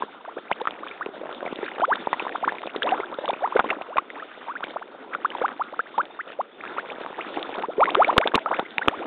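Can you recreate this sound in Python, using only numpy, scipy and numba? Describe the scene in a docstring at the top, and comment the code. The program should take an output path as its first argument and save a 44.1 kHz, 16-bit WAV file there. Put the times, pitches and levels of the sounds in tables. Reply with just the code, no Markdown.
"""A soft rush and gurgle of muddy water comes first, pricked at once by two small drop pops.
Rubber waders shift about in the shallows below a hand-held camera: air pockets close in rising gloops,
drops and mud pop as short rings, torn films tick, and swarms of tiny bubbles fizz; a far bird whistles.
Gloops and whistles are gliding sines, pops and bubbles damped rings, the rush is noise in flickering bands.
A microphone capsule stiffens on loud peaks; the camera keeps a narrow band and clips, with low thumps."""
import sys
import numpy as np
from scipy import signal
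from scipy.fft import rfft, irfft, next_fast_len
from scipy.io import wavfile
from scipy.ndimage import uniform_filter1d
from numba import njit

SR = 44100
rng = np.random.default_rng(int(sys.argv[2]) if len(sys.argv) > 2 else 0)


def file_out(sig):
    """Save sig as 16-bit WAV at sys.argv[1]."""
    # one column per channel
    cols = np.atleast_2d(sig).T
    # limit, then scale
    lim = np.clip(cols, -1, 1)
    pcm = np.round(lim * 32767).astype(np.int16)
    wavfile.write(sys.argv[1], SR, pcm)


N = 399546  # length in samples, about 9 s


def undb(db):
    """Gain of a level in dB."""
    return 10 ** (np.asarray(db) / 20)


def unit(x):
    """Scale to rms 1."""
    return x / np.sqrt(np.mean(x ** 2))


def walk(rate):
    """Random wander through a new target every 1 / rate s, joined by ramps; standard deviation near 2.7."""
    hold = int(SR / rate)
    targets = rng.standard_normal(N // hold + 1)
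    return 3.27 * uniform_filter1d(np.repeat(targets, hold), hold)[:N]


@njit
def grains(n, start, turn, fade, glide, size, swell):
    """Damped rings that swell over their first turns; each turns faster by its glide every sample."""
    out = np.zeros(n)
    for k in range(len(start)):
        phase = 0.
        step = turn[k]
        gain = size[k]
        i = start[k]
        # stop once faded about 50 dB, or when the pitch nears the top of the spectrum
        while i < n and gain > size[k] / 300 and step < 2.5:
            out[i] += gain * min(phase / swell, 1.) * np.sin(phase)
            phase += step
            step *= glide
            gain *= fade[k]
            i += 1
    return out


def rings(s, hz, db, t60_s, rise_per_ms, swell_turns):
    """Damped rings struck at times s; their pitch grows by the share rise_per_ms every millisecond."""
    fade = 1000 ** (-1 / np.maximum(t60_s * SR * np.ones(len(s)), 4))
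    glide = 1 + max(rise_per_ms, 0) * 1000 / SR
    start = (s * SR).astype(np.int64)
    turn = 2 * np.pi * hz / SR  # radians per sample
    return grains(N, start, turn, fade, glide, undb(db), 2 * np.pi * max(swell_turns, .1))


def glides(table, attack_ms, release_ms, release_share, flutter_db, waver):
    """Sines whose log pitch and level bend through three points; walks scaled by waver and flutter_db sway them."""
    drift = 1 + waver * np.resize(walk(250), N + SR)
    out = np.zeros(N + SR)  # room for tails past the end
    points = [0, .5, 1]  # start, halfway, end
    for (s, ms, *row), phase in zip(table, rng.random(len(table))):
        t_ms = np.arange(int(max(ms, 2) * SR / 1000)) * 1000 / SR
        hz = np.exp(np.polyval(np.polyfit(points, np.log(row[:3]), deg=2), t_ms / ms))
        db = np.polyval(np.polyfit(points, row[3:], deg=2), t_ms / ms)
        fade_in = np.clip(t_ms / attack_ms, 0, 1)
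        fade_out = np.clip((ms - t_ms) / (release_ms + release_share * ms), 0, 1)
        i = int(s * SR)
        turns = phase + np.cumsum(hz * drift[i:i + len(t_ms)]) / SR
        out[i:i + len(t_ms)] += undb(db) * fade_in * fade_out * np.sin(2 * np.pi * turns)
    return out[:N] * undb(flutter_db * walk(150))


# far whistles that bend through three points:
# (t/s, length/ms, start f/Hz, middle f/Hz, end f/Hz, start level/dB, middle level/dB, end level/dB)
WHISTLES = [(1.815, 48, 2920, 3260, 3600, -48, -44, -56), (3.165, 144, 3200, 4000, 3230, -52, -57, -51),
            (6.10, 93, 3500, 3680, 3480, -60, -61, -66), (6.515, 71, 3250, 3570, 3300, -51, -61, -53)]


def bird():
    """Far whistles: soft-edged pure tones with a fluttering level."""
    return glides(WHISTLES, attack_ms=8.9, release_ms=8.8, release_share=0, flutter_db=1.4, waver=0)


# how hard the water is stirred, as cues that each layer offsets or scales: (t/s, gurgle level/dB, spray level/dB)
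STIRRING = [(0.0, -47.5, -57), (0.6, -46, -55.5), (0.921, -43.5, -52), (1.25, -39, -51.5),
            (1.641, -40.5, -46.5), (2.241, -39, -48), (2.75, -43, -50), (2.91, -33, -44.5),
            (3.099, -42, -52), (3.521, -39.5, -47.5), (3.9, -43.5, -54), (4.5, -44.5, -51.5),
            (4.86, -45.5, -55.5), (5.08, -43.5, -53.5), (5.28, -40.5, -54), (5.42, -39, -50.5),
            (5.749, -47, -55.5), (6.039, -44.5, -52), (6.48, -51, -60), (6.71, -41, -51.5),
            (7.16, -41, -47), (7.41, -34, -41.5), (7.7, -41, -50.5), (7.879, -34.5, -50),
            (8.279, -40.5, -45), (8.379, -42, -53.5), (8.57, -39.5, -47), (8.801, -43.5, -50.5),
            (9.06, -37, -45.5)]


def stirring():
    """Gurgle and spray cues in dB, ramped evenly from one point to the next."""
    s, *columns = np.transpose(STIRRING)
    return [np.interp(np.arange(N) / SR, s, column) for column in columns]


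# relative colour of the rush, with a steady band of hiss near 1.4 kHz: (f/Hz, level/dB per Hz)
RUSH_COLOUR = [(24, 0.5), (110, -3), (320, 3), (480, 2), (1100, -4), (1370, 1.5), (1700, -7.5),
               (2700, -15.5), (3550, -11), (3900, -19), (4400, -15)]
POND_LOW_DB, POND_HIGH_DB = -54.5, -49.5  # steady hiss of the pond and banks under the stirring
SPRAY_FROM_HZ = 1700


def rush(low_db, high_db):
    """Smooth rush of water: coloured noise in half-octave bands that flicker; the top bands follow the spray."""
    hz, db = np.transpose(RUSH_COLOUR)
    size = next_fast_len(N)
    f = np.maximum(np.fft.rfftfreq(size, 1 / SR), 1)
    noise = rfft(rng.standard_normal(size)) * undb(np.interp(np.log(f), np.log(hz), db))
    noise = noise / np.std(irfft(noise, size))
    lap_db = 0.96 * walk(24)  # each lap of water lifts all bands together
    out = np.zeros(N)
    for centre in 20 * 2 ** np.arange(0, 8.5, .5):
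        share = np.clip(1 - np.abs(2 * np.log2(f / centre)), 0, 1)  # overlapping triangles
        band = irfft(noise * share, size)[:N]
        level_db = low_db if centre < SPRAY_FROM_HZ else high_db
        pond_db = POND_LOW_DB if centre < SPRAY_FROM_HZ else POND_HIGH_DB
        stirred = undb(level_db + lap_db + 1.87 * walk(30))
        out += np.hypot(stirred, undb(pond_db)) * band
    return out


def swarm(count, lo_hz, hi_hz, cycles, rise_per_ms, spread_db):
    """Many small bubbles ringing at random times, at rms 1; few are loud, and t60 averages the given cycles."""
    when, pitch, size, life = rng.random((count, 4)).T
    hz = lo_hz * (hi_hz / lo_hz) ** pitch
    db = np.minimum(-spread_db * np.log(1 - size), 11)
    t60_s = cycles * (.5 + life) / hz
    return unit(rings(when * N / SR, hz, db, t60_s, rise_per_ms, swell_turns=0.31))


def bubbles(gurgle_db, spray_db):
    """Stirred-in air rings as low gurgle, long trickle, dry crackle and bright spray, each a bubble swarm."""
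    gurgle = swarm(count=3200, lo_hz=262.0, hi_hz=1020, cycles=12.0, rise_per_ms=.015, spread_db=3.0)
    trickle = swarm(count=260, lo_hz=700, hi_hz=2240, cycles=37, rise_per_ms=0.06, spread_db=3.5)
    crackle = swarm(count=350, lo_hz=450, hi_hz=3200, cycles=2.3, rise_per_ms=0, spread_db=5.0)
    spray = swarm(count=2800, lo_hz=1200, hi_hz=4500, cycles=29, rise_per_ms=0.043, spread_db=6.0)
    churn_db = 1.422 * gurgle_db + 14.5  # harder stirring folds in ever more air
    mix = undb(churn_db) * gurgle
    mix += undb(spray_db - 1.0) * trickle
    mix += undb(spray_db - 2.5) * crackle
    mix += undb(spray_db - 2.5 + 1.0 * walk(22)) * spray
    surge = undb(1.15 * walk(20))  # small waves bunch the bubbles
    return surge * mix


def ticks(s, db):
    """Brief bright rings of a tearing film."""
    hz = 3000 + 800 * rng.random(len(s))
    return rings(s, hz, db, t60_s=0.0026, rise_per_ms=0.016, swell_turns=0.24)


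# thin films of mud that tear with a bright tick and no ring: (t/s, struck level/dB)
FILM_TEARS = [(0.615, -18), (0.708, -16.5), (1.327, -23.5), (1.347, -21), (1.558, -18), (1.957, -13),
              (2.667, -18.5), (2.7624, -12), (2.831, -10), (2.913, -16.5), (3.1422, -21.5), (3.2567, -14.5),
              (3.306, -15), (4.64, -13.5), (5.637, -27), (6.054, -24), (7.428, -10), (7.905, -11),
              (7.948, -3), (8.081, -16.5), (8.179, 10), (8.274, -1), (8.346, -12), (8.393, -23),
              (8.707, -23), (8.976, -31)]


def snaps():
    """Mud films tearing: bare ticks."""
    return ticks(*np.transpose(FILM_TEARS))


# drops and bursting mud blisters: (t/s, f/Hz, nominal peak level/dB, t60/ms before the swell allowance)
DROPS_AND_BLISTERS = [(0.0219, 966, -19.5, 24), (0.0348, 403, -23.5, 8.2), (0.514, 855, -8, 3.8),
                      (0.25, 1450, -34.5, 11), (0.385, 497, -25, 4), (0.6141, 440, -25.5, 41),
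                      (0.683, 1310, -24, 6.1), (0.708, 800, -27, 3), (0.866, 1100, -30, 8.8),
                      (0.8834, 3220, -33, 10), (0.912, 2210, -34, 26), (0.6537, 1210, -23.5, 16),
                      (0.6724, 1254, -12.5, 10.7), (1.0602, 2560, -24.5, 2.1), (1.088, 390, -28.5, 11),
                      (1.165, 550, -33, 12), (1.2128, 480, -27.5, 24), (1.234, 574, -28.5, 21),
                      (1.2563, 630, -23.5, 6.3), (1.269, 1700, -35, 8.9), (1.2917, 710, -25.5, 6.3),
                      (1.313, 1370, -32, 13), (1.406, 1470, -29.5, 8), (1.4273, 537, -23, 17),
                      (1.4523, 497, -20.5, 4.3), (1.464, 685, -26, 26), (1.475, 510, -22, 6.7),
                      (1.5256, 332, -16.5, 3.2), (1.588, 358, -22, 5.3), (1.718, 790, -31.5, 14),
                      (1.782, 780, -26.5, 17), (1.7976, 513, -17, 4.1), (1.806, 1323, -25, 34),
                      (1.9546, 1310, -22, 4.3), (2.1296, 965, -10, 7.2), (2.1347, 1860, -23, 20),
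                      (2.196, 2500, -21, 11), (2.201, 905, -22, 9.2), (2.2228, 418, -22.5, 7.4),
                      (2.251, 980, -25, 12), (2.281, 1700, -26.5, 6), (2.293, 1530, -23, 3.5),
                      (2.324, 1790, -33, 21), (2.455, 332, -27, 8), (2.473, 302, -22.5, 8.3),
                      (2.4924, 1630, -24, 23), (2.5213, 874, -18.5, 3.5), (2.5838, 2240, -26, 5.1),
                      (2.657, 450, -22, 4), (2.672, 616, -22, 7), (2.7601, 398, -20, 17),
                      (2.8214, 1590, -18, 19), (2.8296, 3130, -20, 18), (2.8904, 2650, -24, 17),
                      (2.9171, 706, -24, 17), (2.978, 1200, -26.5, 12), (3.0004, 930, -19, 4.8),
                      (3.058, 3400, -38, 5.7), (3.186, 516, -21.5, 23), (3.279, 1120, -21, 16),
                      (3.288, 3440, -25, 11), (3.3306, 520, -16, 1.7), (3.4743, 903, -24.5, 23),
                      (3.5507, 505, -25.5, 45), (3.5662, 1450, -17, 16), (3.572, 2070, -26, 14),
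                      (3.5927, 830, -4.5, 5.2), (3.597, 1320, -8, 9.5), (3.605, 765, -17, 5.6),
                      (3.6422, 537, -15, 1.8), (3.703, 2090, -15.5, 13), (3.7061, 2580, -20.5, 17),
                      (3.8121, 690, -23, 9.7), (3.9685, 1300, -18.5, 8.4), (3.9716, 2380, -23, 9.7),
                      (3.9818, 1050, -11.5, 28), (3.984, 1990, -21.5, 10), (4.102, 1950, -27, 8.1),
                      (4.316, 1600, -36, 8.4), (4.375, 446, -32.5, 6.5), (4.606, 850, -25.5, 5.5),
                      (4.6401, 630, -20, 1.3), (4.668, 520, -29, 5), (4.681, 900, -30, 5),
                      (5.1364, 1830, -25.5, 16), (5.149, 1330, -19.5, 19), (5.3026, 2940, -29.5, 11),
                      (5.3502, 886, -22, 19), (5.4145, 466, -20, 49), (5.489, 1200, -25, 10),
                      (5.481, 1680, -22.5, 5), (5.7922, 445, -30, 30), (5.9815, 890, -13.5, 2.9),
                      (6.637, 1300, -28, 15), (6.652, 1330, -22, 1.5), (6.7801, 480, -27, 8),
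                      (6.85, 1000, -30, 3.7), (6.96, 447, -30.5, 6.5), (6.983, 497, -27, 6),
                      (7.0116, 475, -22.5, 3.7), (7.047, 624, -25, 4), (7.062, 1110, -20.5, 3.8),
                      (7.102, 503, -28, 4), (7.128, 890, -27, 4.4), (7.19, 700, -21, 2.8),
                      (7.372, 755, -21.5, 18), (7.492, 435, -26, 11), (7.8063, 2200, -23, 8.5),
                      (7.856, 1930, -17, 10), (7.89, 900, -20.5, 14), (7.946, 1020, -19.5, 6),
                      (7.952, 1200, -5.5, 7.9), (7.966, 1300, -25, 8.8), (8.0455, 2200, -14.5, 16),
                      (8.1113, 640, -19, 5.8), (8.1275, 603, -19.5, 11), (8.1636, 442, -22.5, 70),
                      (8.1677, 980, -17.5, 18), (8.1716, 277, -29, 3.2), (8.1795, 2270, -7.5, 6),
                      (8.2132, 2190, -18.5, 5.3), (8.2655, 1210, -28, 14), (8.273, 875, -15, 7.7),
                      (8.2776, 3400, -23.5, 6.9), (8.3373, 613, -17, 5.5), (8.3429, 1046, -13.5, 27),
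                      (8.343, 404, -14, 7.5), (8.3508, 2550, -10, 3.5), (8.3546, 4060, 6.5, 3.38),
                      (8.3545, 1150, -5.5, 4), (8.3583, 332, -13.5, 4.9), (8.5173, 517, -18.5, 9.6),
                      (8.5882, 605, -24, 85), (8.5939, 710, -4.5, 0.49), (8.626, 333, -28, 12),
                      (8.7818, 2270, -3.5, 2.3), (8.8754, 398, -11.5, 4), (8.882, 1230, -3.5, 6.7),
                      (8.886, 470, -15.5, 7.2), (8.883, 3010, 7.5, 0.88)]
TICK_DB, TICK_SCATTER_DB = -6, 7.5  # tick against its pop, and how far below that it may fall


def pops():
    """Each pop is a short ring, a sharp tick where the film tears, and a droplet soon after it."""
    s, hz, db, t60_ms = np.transpose(DROPS_AND_BLISTERS)
    tick_chance, delay_chance, pitch_chance, level_chance = rng.random((len(s), 4)).T
    # a ring fades while it swells, so it is struck harder and longer than its table entry
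    ring = rings(s, hz, db + 6.0, t60_ms / 1000 + 2.3 / hz, rise_per_ms=0.015, swell_turns=0.21)
    tick = ticks(s + 1.3 / hz, db + TICK_DB - TICK_SCATTER_DB * tick_chance)
    drop_s = s + 0.0014 + 0.01 * delay_chance
    drop_hz = 400 * 6 ** pitch_chance
    drop_db = np.minimum(db, -14) - 4 - 9 * level_chance
    droplets = rings(drop_s, drop_hz, drop_db, t60_s=0.022, rise_per_ms=0.022, swell_turns=0.12)
    return ring + tick + droplets


# air pockets whose pitch climbs as they close:
# (t/s, length/ms, start f/Hz, end f/Hz, halfway level/dB, swell from start to end/dB)
AIR_POCKETS = [(0.242, 24, 594, 1610, -39.5, 1), (0.2766, 24.4, 528, 1440, -33.5, -9.5),
               (0.367, 11.7, 340, 844, -26, -12), (0.362, 27, 972, 1890, -38, 7.5),
               (0.468, 20, 1190, 3100, -42, -4), (0.4942, 20.5, 690, 1220, -32, 17),
               (0.5126, 19.8, 1380, 3550, -27, 1.5), (0.6048, 13.6, 730, 1080, -24.5, -4),
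               (0.639, 7.7, 515, 1590, -36, 4), (0.773, 22, 1090, 2310, -43, 4),
               (0.8317, 15, 1090, 1660, -33, -18), (1.009, 23, 1065, 1960, -26.5, -5),
               (1.062, 7.5, 340, 530, -23.5, -17), (1.6287, 12.4, 392, 420, -23, -14),
               (1.68, 10.8, 1300, 2130, -30.5, -4), (1.8176, 37, 582, 1633, -16.5, 1.5),
               (1.8785, 62, 467, 2110, -18, 6.5), (2.0712, 5.5, 687, 1250, -17.5, -16),
               (2.2663, 8.2, 794, 1430, -22.5, -6), (2.3482, 13.6, 540, 1700, -21, 7.5),
               (2.427, 24, 595, 1700, -21.5, 8.5), (2.4766, 16.8, 920, 2400, -18.5, -13.5),
               (2.627, 13.3, 398, 1640, -28, 6), (2.741, 15, 500, 2000, -31.5, 2),
               (2.8355, 55, 440, 1430, -23.5, 5.5), (2.921, 31.5, 682, 1105, -19, -12.5),
               (2.9256, 22.4, 1040, 2420, -31.5, 3), (2.9927, 13, 377, 432, -23, 13),
               (3.0327, 16, 1210, 1770, -31, -8), (3.1128, 40, 780, 1660, -34.5, 6),
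               (3.2374, 18.6, 537, 1100, -25, 3), (3.285, 23, 445, 1120, -19.5, 9),
               (3.4073, 45, 720, 2400, -34, 5.5), (3.4222, 42.6, 525, 1370, -19.5, 4),
               (3.522, 13, 920, 1610, -27.5, -15), (3.5534, 11.4, 287, 600, -13.5, 16),
               (3.5693, 25, 760, 1610, -30, 9), (3.699, 17, 1115, 2110, -28, 6),
               (3.7013, 38, 275, 1780, -28.5, 0.5), (3.812, 10.3, 1310, 3200, -33, 12),
               (3.885, 66, 422, 1800, -36, -2), (3.9583, 31, 512, 1600, -26, -13),
               (4.135, 77, 515, 2150, -39, 9), (4.412, 10.5, 1020, 2200, -40, -1),
               (4.466, 17, 497, 1450, -40, 7), (4.223, 15, 1180, 1530, -34, -10),
               (4.4828, 45, 844, 1670, -30.5, -8), (4.5526, 20.6, 1290, 2100, -29, -3),
               (4.6252, 14.3, 940, 1770, -24.5, 10), (4.7595, 14, 487, 1760, -25, -2),
               (4.8122, 19, 555, 1860, -33.5, 8), (5.1313, 10.8, 1450, 2420, -27, 1),
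               (5.2465, 16, 997, 1720, -18, -11), (5.314, 9.2, 1400, 2500, -32, -1.5),
               (5.41, 19.4, 780, 1820, -26.5, 10), (5.4367, 26.4, 684, 1650, -19, 2),
               (5.595, 30, 697, 1560, -22.5, 3.5), (5.7235, 24, 410, 1780, -34, 0),
               (5.7914, 18.6, 1210, 1910, -19, -11), (5.858, 17, 1190, 2300, -39, 3),
               (5.942, 25, 1000, 1400, -39.5, -1), (5.9788, 38.6, 828, 1730, -18, -8.5),
               (6.1, 14.4, 596, 1250, -40, 5), (6.19, 25, 1090, 2310, -28, 3),
               (6.388, 28.6, 482, 1430, -20.5, -1), (6.605, 8.4, 1480, 2700, -31.5, 3),
               (6.672, 7.5, 1490, 3040, -34, 2), (6.773, 15, 1644, 3300, -38, -7),
               (6.782, 21.3, 1230, 1930, -25.5, -16.5), (6.918, 22, 1000, 1480, -43, 3),
               (7.18, 23, 767, 1510, -31, 1), (7.207, 11, 1930, 3320, -32.5, -15),
               (7.635, 22, 800, 1350, -26, -11), (7.684, 24.4, 400, 830, -26.5, -10),
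               (7.7807, 62.3, 378, 1576, -12, 4.5), (7.7952, 14.4, 903, 1324, -21, 9),
               (7.8704, 20, 860, 1280, -23.5, 5), (7.8883, 16, 1520, 3280, -29.5, 2),
               (7.9694, 65.6, 342, 1655, -13, 7.5), (8.0708, 37, 524, 1330, -19, 8),
               (8.1802, 6.9, 984, 1980, -5.5, -14), (8.1862, 62, 360, 2390, -23, 3),
               (8.2543, 10.2, 327, 920, -16.5, -3), (8.318, 8.8, 1570, 1930, -34, -14),
               (8.378, 13, 1160, 1940, -27.5, 2), (8.3771, 7.4, 800, 1090, -17.5, -19),
               (8.4578, 38, 488, 1330, -27, -2), (8.4597, 20, 1170, 1550, -24, -19.5),
               (8.5081, 8.7, 520, 1290, -17.5, 6), (8.5233, 29, 574, 1740, -25, -1),
               (8.5254, 23, 1106, 2810, -23.5, 1), (8.555, 16, 1000, 3540, -34, -3),
               (8.652, 15, 1920, 2300, -38, -5), (8.762, 28, 653, 1070, -37, 12),
               (8.8146, 20.6, 1370, 2260, -24.5, -11.5), (8.888, 66, 331, 1414, -36, 23),
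               (8.9946, 47, 380, 1400, -31, 4)]
ARCH_DB = 1  # a pocket's two ends, averaged in dB, lie this far below halfway
LAG_PER_MS = 0.0011  # long pockets climb late: share by which halfway pitch trails an even climb, per ms


def gloops():
    """A pocket opens with a dull plip, climbs in log pitch, then flicks upward as the film bursts."""
    s, ms, start_hz, end_hz, db, swell_db = np.transpose(AIR_POCKETS)
    start_db = db - ARCH_DB - swell_db / 2
    end_db = db - ARCH_DB + swell_db / 2
    middle_hz = np.sqrt(start_hz * end_hz) * (1 - LAG_PER_MS * ms)
    table = np.transpose([s, ms, start_hz, middle_hz, end_hz, start_db, db, end_db])
    climb = glides(table, attack_ms=0.33, release_ms=0.83, release_share=0.11, flutter_db=0.65, waver=0.008)
    plip = rings(s, 0.67 * start_hz, start_db + 1.5, t60_s=0.008, rise_per_ms=0.15, swell_turns=0.41)
    flick_s = s + ms / 1000 - .0025  # just before the pocket ends
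    flick_db = end_db - 5.5 - 10.0 * rng.random(len(s))
    flick = rings(flick_s, end_hz, flick_db, t60_s=0.013, rise_per_ms=0.27, swell_turns=0.6)
    return climb + plip + flick


# low thumps under the hardest splashes, where the sound overloads: (t/s, peak level/dB at the capsule output)
OVERLOAD_THUMPS = [(8.18, -1), (8.3545, -11), (8.883, -9.5)]


def thumps(pulse_ms):
    """One-sided low pulses that give overloaded splashes a dull thump, added after the capsule's bass cut."""
    t = np.arange(N) / SR
    out = np.zeros(N)
    for s, db in OVERLOAD_THUMPS:
        progress = np.clip((t - s) * 1000 / pulse_ms, 0, 1)
        out -= undb(db) * np.sin(np.pi * progress) ** 2
    return out


def capsule(air):
    """The port thins airborne bass; the diaphragm stiffens, a little lopsidedly, on loud peaks."""
    high = signal.sosfilt(signal.butter(4, 190, "high", fs=SR, output="sos"), air)
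    thin = 1.143 * high + .1 * air  # a little bass still gets through
    reach = 0.72  # largest swing
    return reach * np.tanh((thin + 0.06 * thin ** 2) / reach)


def scene():
    """Gloops and pops over the stirred water, through the microphone capsule, with the overload thumps."""
    gurgle_db, spray_db = stirring()
    air = bird() + rush(gurgle_db - 5.5, spray_db + 5.5) + bubbles(gurgle_db, spray_db)
    air = air + snaps() + pops() + gloops()
    return (capsule(air) + thumps(pulse_ms=1.9))[None]


BAND_HZ, TOP_HZ = 4300, 16300
CLIP = .7  # full-scale share where the converter clips


def record(dry):
    """A voice-band cut, a converter that clips, then the top cut."""
    soft = signal.sosfilt(signal.cheby1(6, 1.5, 3700, fs=SR, output="sos"), dry)
    band = signal.sosfilt(signal.ellip(8, .2, 90, BAND_HZ, fs=SR, output="sos"), soft)
    hard = np.clip(band, -CLIP, CLIP)
    return signal.sosfilt(signal.ellip(8, .2, 70, TOP_HZ, fs=SR, output="sos"), hard)


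dry = scene()
out = record(dry)
file_out(out)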